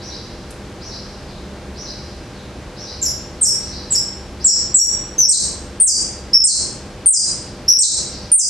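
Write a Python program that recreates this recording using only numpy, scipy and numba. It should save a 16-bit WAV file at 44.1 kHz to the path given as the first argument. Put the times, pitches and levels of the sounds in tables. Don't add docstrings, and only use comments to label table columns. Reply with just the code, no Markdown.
import sys
import numpy as np
from scipy import signal
from scipy.fft import rfft, irfft, next_fast_len
from scipy.io import wavfile
from scipy.ndimage import uniform_filter1d, minimum_filter1d, map_coordinates
from numba import njit

SR = 44100
rng = np.random.default_rng(int(sys.argv[2]) if len(sys.argv) > 2 else 0)


def store_wav(level_fs):
    pcm = np.round(np.clip(np.atleast_2d(level_fs), -1, 1) * 32767)
    wavfile.write(sys.argv[1], SR, pcm.T.astype(np.int16))


N = 374708
TIME = np.arange(N) / SR

# frequency_hz, likeness (1 = the same)
STEREO_LIKENESS = [(100, .99), (500, 0.98), (1200, .88), (3000, 0.83), (8000, 0.4), (12000, 0.12)]
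# frequency_hz, gain_db
RUMBLE_COLOUR = [(20, -20), (31, -9.5), (40, 4), (52, -2), (95, -2), (135, -1), (170, -4.5), (380, -6.5),
                 (550, -12), (1160, -17), (3000, -23.5), (5200, -25), (9800, -36), (12800, -46)]
# pitch_hz, relative_level_db
HUM_TONES = [(199.2, -44), (349.9, -48), (500.6, -48), (597.5, -49), (802.1, -53.5), (899.0, -61),
             (952.8, -69.5), (1050, -63.5), (1599, -57)]
# frequency_hz, fade_s
ECHO_FADE = [(3500, 0.59), (5500, 0.55), (8500, 0.46), (12000, 0.33)]
# start_s, length_s, level_db, top_hz, low_hz
FAR_CHIRPS = [(.0, 0.15, -36, 6350, 3724), (0.8, .16, -36, 6450, 3880), (1.25, 0.1, -46.5, 4940, 3400),
              (1.751, 0.16, -35, 6540, 3900), (2.333, 0.067, -47.5, 4740, 3390),
              (2.755, .16, -35, 6340, 3900), (3.605, .16, -35.5, 6240, 3850),
              (4.394, 0.12, -33.5, 6350, 4040), (7.122, .14, -35, 6360, 3900),
              (8.058, 0.098, -35, 6310, 3850)]
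# frequency_hz, gain_db
FAR_COLOUR = [(3500, 2.5), (4000, 4), (4450, 2), (4950, 5), (5350, 4.5), (5800, 9), (6050, 0), (6400, 0.5),
              (8000, -3)]
# start_s, level_db, fade_s (time to fall by 60 dB)
TICKS_AND_SCUFFS = [(0.506, -40, 0.073), (3.921, -33.5, 0.18), (3.962, -13, 0.0024), (5.203, -14.5, 0.002),
                    (6.341, -21, 0.002), (7.729, -10, 0.002)]
# frequency_hz, gain_db
RASP_COLOUR = [(1000, -11), (4000, 0), (7000, -1), (10500, 6), (13000, -19)]
# start_s, length_s, level_db, overtone_db, start_hz, crest_hz, end_hz
CHIP_NOTES = [(3.015, 0.023, -8.5, -15, 7030, 7400, 5550), (3.411, 0.034, -2.5, -22, 8170, 8520, 6180),
              (3.905, 0.032, -7, -25, 7580, 7760, 6660), (4.443, 0.036, 2, -31, 7230, 7800, 6610),
              (4.742, 0.029, 7, -31, 7300, 7880, 6610), (5.286, 0.023, 7, -55, 7450, 8410, 7980),
              (5.800, .037, 6.5, -35, 8640, 8910, 7900), (6.439, .017, 9.5, -49, 6720, 8725, 7800),
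              (7.059, 0.041, 11, -39.5, 8760, 8870, 7860), (7.788, 0.022, 10.5, -44, 7450, 8470, 8320),
              (8.317, .038, 13.5, -33, 9040, 9200, 8190)]
# start_s, length_s, level_db, overtone_db, start_hz, crest_hz, end_hz
WHISTLE_NOTES = [(3.055, 0.011, -7.5, -13.5, 5020, 5750, 5170), (3.447, 0.048, -8, -19, 4960, 5760, 5320),
                 (3.948, 0.013, -4, -21, 4850, 5610, 5155), (4.475, 0.038, -3.5, -31, 5010, 5730, 5243),
                 (4.786, .035, 1, -25, 5400, 5730, 5585), (5.181, .065, -2.5, -26, 6390, 5936, 5370),
                 (6.332, 0.033, 6, -29.5, 5100, 5483, 5320), (7.680, 0.051, 3.5, -22, 5195, 5854, 5365)]
# start_s, length_s, level_db, overtone_db, end_hz
DIVE_NOTES = [(5.304, 0.032, 6, -57, 3665), (5.864, 0.055, 7, -23.5, 4680), (6.462, 0.038, 7, -54, 4020),
              (7.123, 0.057, 8, -39, 4800), (7.808, 0.032, 10.5, -55, 3610), (8.383, 0.051, 11, -52, 4870)]


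def amp(db):
    return 10 ** (np.asarray(db) / 20)


def unit(x):
    return x / np.sqrt(np.mean(x ** 2) + 1e-20)


def along(table, hz):
    row_hz, values = np.transpose(table)
    return np.interp(np.log(hz + 1), np.log(row_hz + 1), values)


def ramp(t, start, end):
    return np.clip((t - start) / max(end - start, 1e-6), 0, 1)


def wobble(rate_hz, size):
    points = rng.standard_normal(int(size * rate_hz / SR) + 4)
    return map_coordinates(points, [np.arange(size) * rate_hz / SR])


def filtered(x, response):
    size = x.shape[-1]
    padded = next_fast_len(size + SR // 4)
    return irfft(rfft(x, padded) * response(np.fft.rfftfreq(padded, 1 / SR)), padded)[..., :size]


def coloured(x, colour):
    return filtered(x, lambda hz: amp(along(colour, hz)))


def surrounding_noise(size):
    def shares(hz):
        angle = np.arccos(np.clip(along(STEREO_LIKENESS, hz), -1, 1)) / 2
        return np.array([np.cos(angle), np.sin(angle)])
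    mid, side = filtered(rng.standard_normal((2, size)), shares)
    return np.array([mid + side, mid - side])


def rumble_and_hum(rumble_db=-34.5, drone_db=-40, drone_hz=68, width_hz=5, hum_gain_db=-1, drift=.46):
    rumble = unit(coloured(surrounding_noise(N), RUMBLE_COLOUR))
    drone = unit(filtered(rng.standard_normal(N), lambda hz: 1 / (1 + ((hz - drone_hz) / width_hz) ** 2)))
    hum = sum(amp(db) * np.sqrt(2) * np.sin(2 * np.pi * hz * TIME + drift * wobble(5, N))
              for hz, db in HUM_TONES)
    return amp(rumble_db) * rumble + amp(drone_db) * drone + amp(hum_gain_db) * hum


def add(track, start_s, sound):
    part = track[:, max(round(start_s * SR), 0):][:, :sound.shape[1]]
    part += sound[:, :part.shape[1]]


def room(sound, direct_db, echo_stretch=1, early_db=4, early_s=.075, build_s=.0036):
    hz, t, spectrum = signal.stft(surrounding_noise(SR), SR, nperseg=256)
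    fade_s = echo_stretch * along(ECHO_FADE, hz)[:, None]
    echo = signal.istft(spectrum * amp(-60 * t / fade_s), SR, nperseg=256)[1]
    t = np.arange(echo.shape[1]) / SR
    echo *= amp(early_db * np.exp(-t / early_s)) * (1 - np.exp(-t / build_s))
    echo /= np.linalg.norm(echo[0])
    echo[:, 0] += amp(direct_db)
    return signal.fftconvolve(sound[None], echo, axes=1)


def sing(shape, notes, flutter, direct_db, echo_stretch=1, flutter_hz=500, rasp_db=-33):
    edge_s, rasp_s = .00098, .06
    song = np.zeros((2, N))
    for start_s, length_s, level_db, *settings in notes:
        t = np.arange(int(length_s * SR)) / SR
        pitch, effort_db, overtone_db = shape(t, length_s, *settings)
        shake = 1 + flutter * wobble(flutter_hz, SR // 4)[:len(t)]
        phase = 2 * np.pi * np.cumsum(pitch * shake) / SR
        tone = np.sin(phase) + amp(overtone_db) * np.sin(2 * phase)
        swell = amp(level_db + effort_db) * np.clip(np.minimum(t, length_s - t) / edge_s, 0, 1)
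        add(song, start_s, room(swell * tone, direct_db, echo_stretch))
        rasp = unit(coloured(surrounding_noise(SR // 4), RASP_COLOUR))[:, :len(t)]
        add(song, start_s, amp(rasp_db + .16 * overtone_db) * swell * np.exp(-t / rasp_s) * rasp)
    return song


def effort(t, length_s, attack_s, hold_share, soft_db, fade_db):
    return soft_db * (1 - ramp(t, 0, attack_s)) + fade_db * ramp(t, hold_share * length_s, length_s)


def chirp(t, length_s, top_hz, low_hz, split=.74, stress_db=7, buzz_hz=130, overtone_db=-30):
    split_s = split * length_s
    tall_hump = np.sin(np.pi * ramp(t, 0, split_s))
    low_hump = .55 * np.sin(np.pi * ramp(t, split_s, length_s))
    trill = 1 - .16 * (1 + np.sin(2 * np.pi * buzz_hz * t))
    pitch = low_hz + (top_hz - low_hz) * (tall_hump + low_hump) * trill
    swell_db = effort(t, length_s, attack_s=.028, hold_share=.25, soft_db=-4, fade_db=-5.5)
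    stress = ramp(t, split_s - .1 * length_s, split_s)
    return pitch, swell_db + stress_db * stress, overtone_db


def far_bird():
    chirps = sing(chirp, FAR_CHIRPS, flutter=.0254, direct_db=-11.5, echo_stretch=2.06, flutter_hz=700)
    return coloured(chirps, FAR_COLOUR)


def ticks():
    track = np.zeros((2, N))
    t = np.arange(SR // 5) / SR
    for start_s, level_db, fade_s in TICKS_AND_SCUFFS:
        noise = unit(coloured(rng.standard_normal(len(t)), RASP_COLOUR))
        add(track, start_s, room(noise * amp(level_db - 60 * t / fade_s), direct_db=3.5))
    return track


def arch(t, length_s, crest_s, start_hz, crest_hz, end_hz):
    scoop = (1 - ramp(t, 0, crest_s)) ** 2
    sag = np.sin(np.pi / 2 * ramp(t, crest_s, length_s)) ** 1.6
    return crest_hz + (start_hz - crest_hz) * scoop + (end_hz - crest_hz) * sag


def chip(t, length_s, overtone_db, *pitches_hz, crest_s=.008):
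    pitch = arch(t, length_s, crest_s, *pitches_hz)
    swell_db = effort(t, length_s, attack_s=.0081, hold_share=.53, soft_db=-9, fade_db=-15)
    return pitch, swell_db, overtone_db


def whistle(t, length_s, overtone_db, *pitches_hz, crest_share=.45):
    pitch = arch(t, length_s, crest_share * length_s, *pitches_hz)
    swell_db = effort(t, length_s, attack_s=.0063, hold_share=1, soft_db=-12.5, fade_db=0)
    return pitch, swell_db, overtone_db


def dive(t, length_s, overtone_db, end_hz, from_hz=7900, settle_s=.015, steepness=1.46, drop_db=-9):
    height = np.exp(-(t / settle_s) ** steepness)
    pitch = end_hz + (from_hz - end_hz) * height
    swell_db = effort(t, length_s, attack_s=.012, hold_share=.049, soft_db=-.5, fade_db=-6)
    return pitch, swell_db + drop_db * (1 - height), overtone_db


def caged_bird():
    chips = sing(chip, CHIP_NOTES, flutter=.005, direct_db=-7.5, rasp_db=-32)
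    whistles = sing(whistle, WHISTLE_NOTES, flutter=.002, direct_db=-7.5)
    dives = sing(dive, DIVE_NOTES, flutter=.005, direct_db=-13)
    return chips + whistles + dives


@njit
def gain_cut_db(excess_db, attack_s, release_db_per_s):
    cut, now = np.zeros(len(excess_db)), 0.0
    for i in range(len(excess_db)):
        if excess_db[i] > now:
            now += (excess_db[i] - now) / (attack_s * SR)
        else:
            now = max(now - release_db_per_s / SR, excess_db[i])
        cut[i] = now
    return cut


def mirror_treble(x, edge_hz=12000, mirror_db=-7):
    below = signal.hilbert(filtered(x, lambda hz: hz < edge_hz))
    reflection = np.real(below * np.exp(-2j * np.pi * 2 * edge_hz * TIME))
    return x + amp(mirror_db) * reflection


def scene():
    return caged_bird() + far_bird() + ticks() + rumble_and_hum()


def record(dry, ceiling_db=-5.5, top_hz=12990):
    peak = -minimum_filter1d(-np.abs(dry).max(axis=0), size=256)
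    excess_db = np.maximum(20 * np.log10(peak + 1e-9) - ceiling_db, 0)
    gain = amp(-gain_cut_db(excess_db, attack_s=.022, release_db_per_s=115))
    limiter = uniform_filter1d(np.minimum(1, .97 / (peak * gain + 1e-9)), size=64)
    return filtered(mirror_treble(dry * gain * limiter), lambda hz: hz < top_hz)


dry = scene()
out = record(dry)
store_wav(out)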